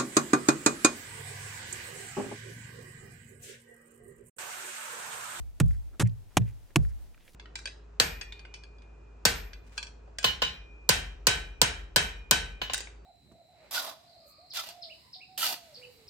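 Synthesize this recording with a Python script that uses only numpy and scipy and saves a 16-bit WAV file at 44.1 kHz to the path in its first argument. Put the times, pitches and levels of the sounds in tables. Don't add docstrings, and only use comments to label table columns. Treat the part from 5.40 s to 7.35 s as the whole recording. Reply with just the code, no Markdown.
import sys
import numpy as np
from scipy import signal
from scipy.fft import rfft, irfft
from scipy.io import wavfile
from scipy.ndimage import uniform_filter1d

SR = 44100
rng = np.random.default_rng(int(sys.argv[2]) if len(sys.argv) > 2 else 0)


def store_wav(level_fs):
    pcm = np.round(np.clip(np.atleast_2d(level_fs), -1, 1) * 32767)
    wavfile.write(sys.argv[1], SR, pcm.T.astype(np.int16))


def ratio(d):
    e = np.asarray(d, float) / 20
    return 10 ** e


N = 85995

# start in seconds, crunch level in dB, crushing time in seconds,
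# crunch T60 in seconds, first crack in dB over the crunch.
STONE_BLOWS = [
    (0.1997, -29.5, 0.016, 0.081, 1.5),
    (0.596, -26, 0.029, 0.29, -11),
    (0.9684, -27.5, 0.014, 0.12, 13),
    (1.3578, -24.5, 0.011, .05, 6),
    (1.9465, -53, .01, .04, -10),
]


def unit(x):
    return x / np.sqrt(np.mean(x ** 2))


def colour(x, points):
    hz, db = np.array(points, float).T
    bin_hz = np.arange(1, 2050) * SR / 4096
    log_gain = np.interp(np.log(bin_hz), np.log(hz), db) * np.log(10) / 20
    cepstrum = irfft(log_gain)
    cepstrum[1:2048] *= 2
    cepstrum[2049:] = 0
    impulse = irfft(np.exp(rfft(cepstrum)))
    return signal.fftconvolve(x, unit(impulse)[None] / 64, axes=1)[:, :N]


def band(x, hz, width_hz):
    high = min(np.hypot(hz, width_hz / 2) + width_hz / 2, 0.45 * SR)
    low = min(hz * hz / high, high * 0.95)
    return signal.sosfilt(signal.butter(2, [low, high], "band", fs=SR, output="sos"), x)


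def fade(age, t60):
    return (age >= 0) * ratio(-60 * np.clip(age, 0, None) / t60)


def grit(grains_per_s):
    scatter_db, rattle_t60_s = 2.5, 0.0032
    clicks = (rng.random((2, N)) < grains_per_s / SR) * rng.standard_normal((2, N))
    clicks = clicks * ratio(scatter_db * rng.exponential(size=(2, N)))
    age = np.arange(400) / SR
    rattle = 0.11 * rng.standard_normal(400) * fade(age, rattle_t60_s)
    rattle[0] = 1
    return unit(signal.fftconvolve(clicks, rattle[None], axes=1)[:, :N])


def air():
    # frequency in Hz, level in dB per Hz.
    air_spectrum = [(15, -32.5), (25, 6), (64, -7.5), (206, -16), (754, -22.5), (962, -25), (1100, -28),
                    (12500, -37), (16000, -38.5)]
    level_db, side_db, flicker_db = -61.5, -2, 1.5
    hold = SR // 12
    flicker = np.repeat(rng.standard_normal(N // hold + 1), hold)
    flicker = uniform_filter1d(flicker, hold)[:N]
    noise = unit(colour(rng.standard_normal((2, N)), air_spectrum))
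    mid, side = noise * ratio(level_db + flicker_db * flicker)
    return mid + ratio(side_db) * side * np.array([[1], [-1]])


def debris(t):
    # start in seconds, level in dB, pitch in Hz, length in seconds.
    pebbles = [(0.2617, -53.5, 8900, 0.002), (0.283, -54.5, 9050, 0.0025), (0.3081, -47, 1570, 0.008),
               (0.3084, -59, 7400, 0.0049), (0.6728, -48, 7000, 0.0074), (0.6944, -58, 3360, 0.0088),
               (1.4495, -50.5, 1480, 0.0098), (1.7449, -50, 1820, 0.0078), (1.778, -55, 1750, .005),
               (1.8776, -50, 2230, 0.0092), (0.605, -49, 1390, 0.0076)]
    # start in seconds, length in seconds, level in dB, centre in Hz, width in Hz.
    trickles = [(0.315, 0.061, -66.5, 1730, 690), (0.523, .04, -65, 1190, 500),
                (0.648, 0.033, -55, 2160, 900), (.90, 0.034, -67.5, 775, 1160),
                (1.004, 0.026, -61, 2300, 1472), (1.051, 0.064, -61.5, 2100, 1140),
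                (1.06, 0.056, -67, 8000, 8000), (1.295, 0.03, -65.5, 600, 1505),
                (1.473, 0.066, -67.5, 1800, 886), (1.478, .04, -66, 6940, 5060),
                (1.76, 0.15, -69.5, 2487, 2000), (1.859, 0.055, -64.5, 3500, 6000),
                (1.927, 0.029, -66.5, 6000, 9100), (1.398, 0.087, -67, 6950, 9000),
                (0.504, 0.084, -62, 348, 300), (1.82, 0.12, -67, 8850, 8000),
                (1.87, 0.028, -63.5, 350, 298.7), (0.25, 0.15, -68, 5800, 8100)]
    out = np.zeros((2, N))
    fine = 1.83 * grit(5600) + rng.standard_normal((2, N))
    for start, db, hz, length in pebbles:
        on = slice(int(start * SR), int((start + 0.1) * SR))
        tick = unit(band(fine[:, on], hz, 0.63 * hz))
        out[:, on] += ratio(db) * tick * fade(t[on] - start, 3 * length)
    for start, length, db, hz, width_hz in trickles:
        on = slice(int(start * SR), int((start + length) * SR))
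        swell = np.sin(np.pi * (t[on] - start) / length)
        out[:, on] += ratio(db) * unit(band(fine[:, on], hz, width_hz)) * swell
    return out


def camera_body():
    # start in seconds, then sway, rocking, low knock and high knock in dB.
    shocks = [
        (-.16, -14, -13.5, -32, -40),
        (.2095, -24, -21, -26, -13),
        (.230, -15, -15, -26.5, -32.5),
        (0.607, -31.5, -30.5, -28, -22),
        (.632, -25, -15.5, -15, -22),
        (0.9748, -35.5, -26.5, -22.5, -18.5),
        (.998, -24.5, -20.5, -16.5, -27.5),
        (1.3672, -32, -19.5, -38.5, -15.5),
        (1.388, -17.5, -27, -27, -34),
    ]
    # frequency in Hz, left gain, right gain, T60 in seconds.
    body_modes = [
        [(35.15, 0.049, -.01, 1.4), (46.39, 0.76, -0.47, 0.6), (58.81, 0.72, -1.078, 0.56),
         (62.2, 0.45, -0.34, .55), (67.82, 0.28, -0.85, 0.42)],
        [(98.2, -.25, -0.083, 0.53), (120.7, 0.35, -0.11, 0.42), (170.5, -0.52, .9, 0.23)],
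        [(112.63, 0.27, 0.98, 0.3), (115.6, 0.76, 0.32, .24)],
        [(144, 1, 1.33, 0.14), (164.95, 0.38, .5, 0.17), (216.3, .1, 0.26, 0.17), (185, 0.18, 0.033, 0.18)],
    ]
    rise_cycles = [0.76, 0.63, 0.49, .4]
    lead = SR // 4
    age = np.arange(N + lead) / SR
    out = np.zeros((2, N + lead))
    for k, group in enumerate(body_modes):
        ring = 0
        for hz, left, right, t60 in group:
            swing_up = 1 - np.exp(-age * hz / rise_cycles[k])
            mode = swing_up * fade(age, t60) * np.sin(2 * np.pi * hz * age)
            ring = ring + np.array([[left], [right]]) * mode
        for s, *levels_db in shocks:
            start = int(s * SR) + lead
            out[:, start:] += ratio(levels_db[k]) * ring[:, :N + lead - start]
    return out[:, lead:]


def pit_hollow(t):
    starts = np.array(STONE_BLOWS)[:-1, :1]
    swell = ratio(-41.5) * fade(t - starts, 0.25).sum(axis=0)
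    noise = unit(band(rng.standard_normal((2, N)), 330, 250))
    return noise * swell * np.array([[1], [3.0]])


def earth_thuds(t):
    # start in seconds, level in dB, pitch in Hz, T60 in seconds.
    thuds = [(0.2024, -23, 330, 0.042), (.206, -26, 475, .03), (.598, -20, 330, 0.024),
             (0.614, -23, 423, 0.02), (.606, -24, 300, .04), (.622, -32, 560, .04),
             (0.9693, -14, 290, 0.037), (.971, -19, 732, 0.027), (1.3581, -22.5, 325, 0.075),
             (1.364, -15.5, 294.5, 0.032), (1.359, -24, 695, 0.045), (1.9470, -45.5, 200, 0.046)]
    thud = 0
    for start, db, hz, t60 in thuds:
        age = t - start
        thud = thud + ratio(db) * fade(age, t60) * np.sin(2 * np.pi * hz * age)
    return -thud * np.array([[1], [0.8]])


def crushed_grit(t):
    # frequency in Hz, level in dB per Hz.
    crunch_spectrum = [(240, -30.5), (400, -2), (949, -10.5), (2360, -14.5), (3750, -18.5), (4650, -23.5),
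                       (6850, -20), (11600, -26), (16000, -46.5)]
    grain_edges_hz = [700, 1200, 2200, 3800, 6000, 9000, 12500, 17000]
    bite_s, crack_s, stop_t60_s = 0.0009, 0.0027, 0.02
    dust_db, dust_t60_s = -31.5, 0.39
    dust_tilt_db, grain_tilt_db = -1.5, 0.66
    start, db, hold, t60, crack_db = np.array(STONE_BLOWS).T[:, :, None]
    age = t - start
    bite = ratio(db) * np.clip(age / bite_s, 0, 1) ** 2
    crack = ratio(crack_db) * fade(np.maximum(age - crack_s, 0), stop_t60_s)
    crushing = fade(age, t60) * fade(np.maximum(age - hold, 0), stop_t60_s)
    crush = (bite * (crushing + crack)).sum(axis=0)
    dust = (bite * ratio(dust_db) * fade(age, dust_t60_s)).sum(axis=0)
    crunch = 0
    for low, high in zip(grain_edges_hz[:-1], grain_edges_hz[1:]):
        octave = np.log2(low / 2000)
        grains = grit(5000 * np.sqrt(low / 2000)) * crush
        grains = grains + rng.standard_normal((2, N)) * dust * ratio(dust_tilt_db * octave)
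        crunch = crunch + ratio(grain_tilt_db * octave) * band(grains, np.sqrt(low * high), high - low)
    return colour(crunch, crunch_spectrum)


def scene():
    twist_rad, twist_hz = 1.15, 7800
    pan_db, spread_db = -1.17, -16
    t = np.arange(N) / SR
    mid, side = crushed_grit(t) + earth_thuds(t) + pit_hollow(t) + debris(t)
    side = ratio(spread_db) * side
    hz = np.arange(N // 2 + 1) * SR / N
    phase = twist_rad / (1 + (twist_hz / (hz + 1)) ** 8)
    late = irfft(rfft(mid) * np.exp(-1j * phase), N)
    left = (mid + side) * ratio(pan_db / 2)
    right = (late - side) * ratio(-pan_db / 2)
    return np.array([left, right]) + camera_body() + air()


def roll_off(x):
    return signal.sosfilt(signal.butter(12, 16720, fs=SR, output="sos"), x)


def record(dry):
    top_cut = signal.ellip(8, 0.5, 70, 16350, fs=SR, output="sos")
    mix = signal.sosfilt(top_cut, dry)
    return roll_off(mix)


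dry = scene()
out = record(dry)
store_wav(out)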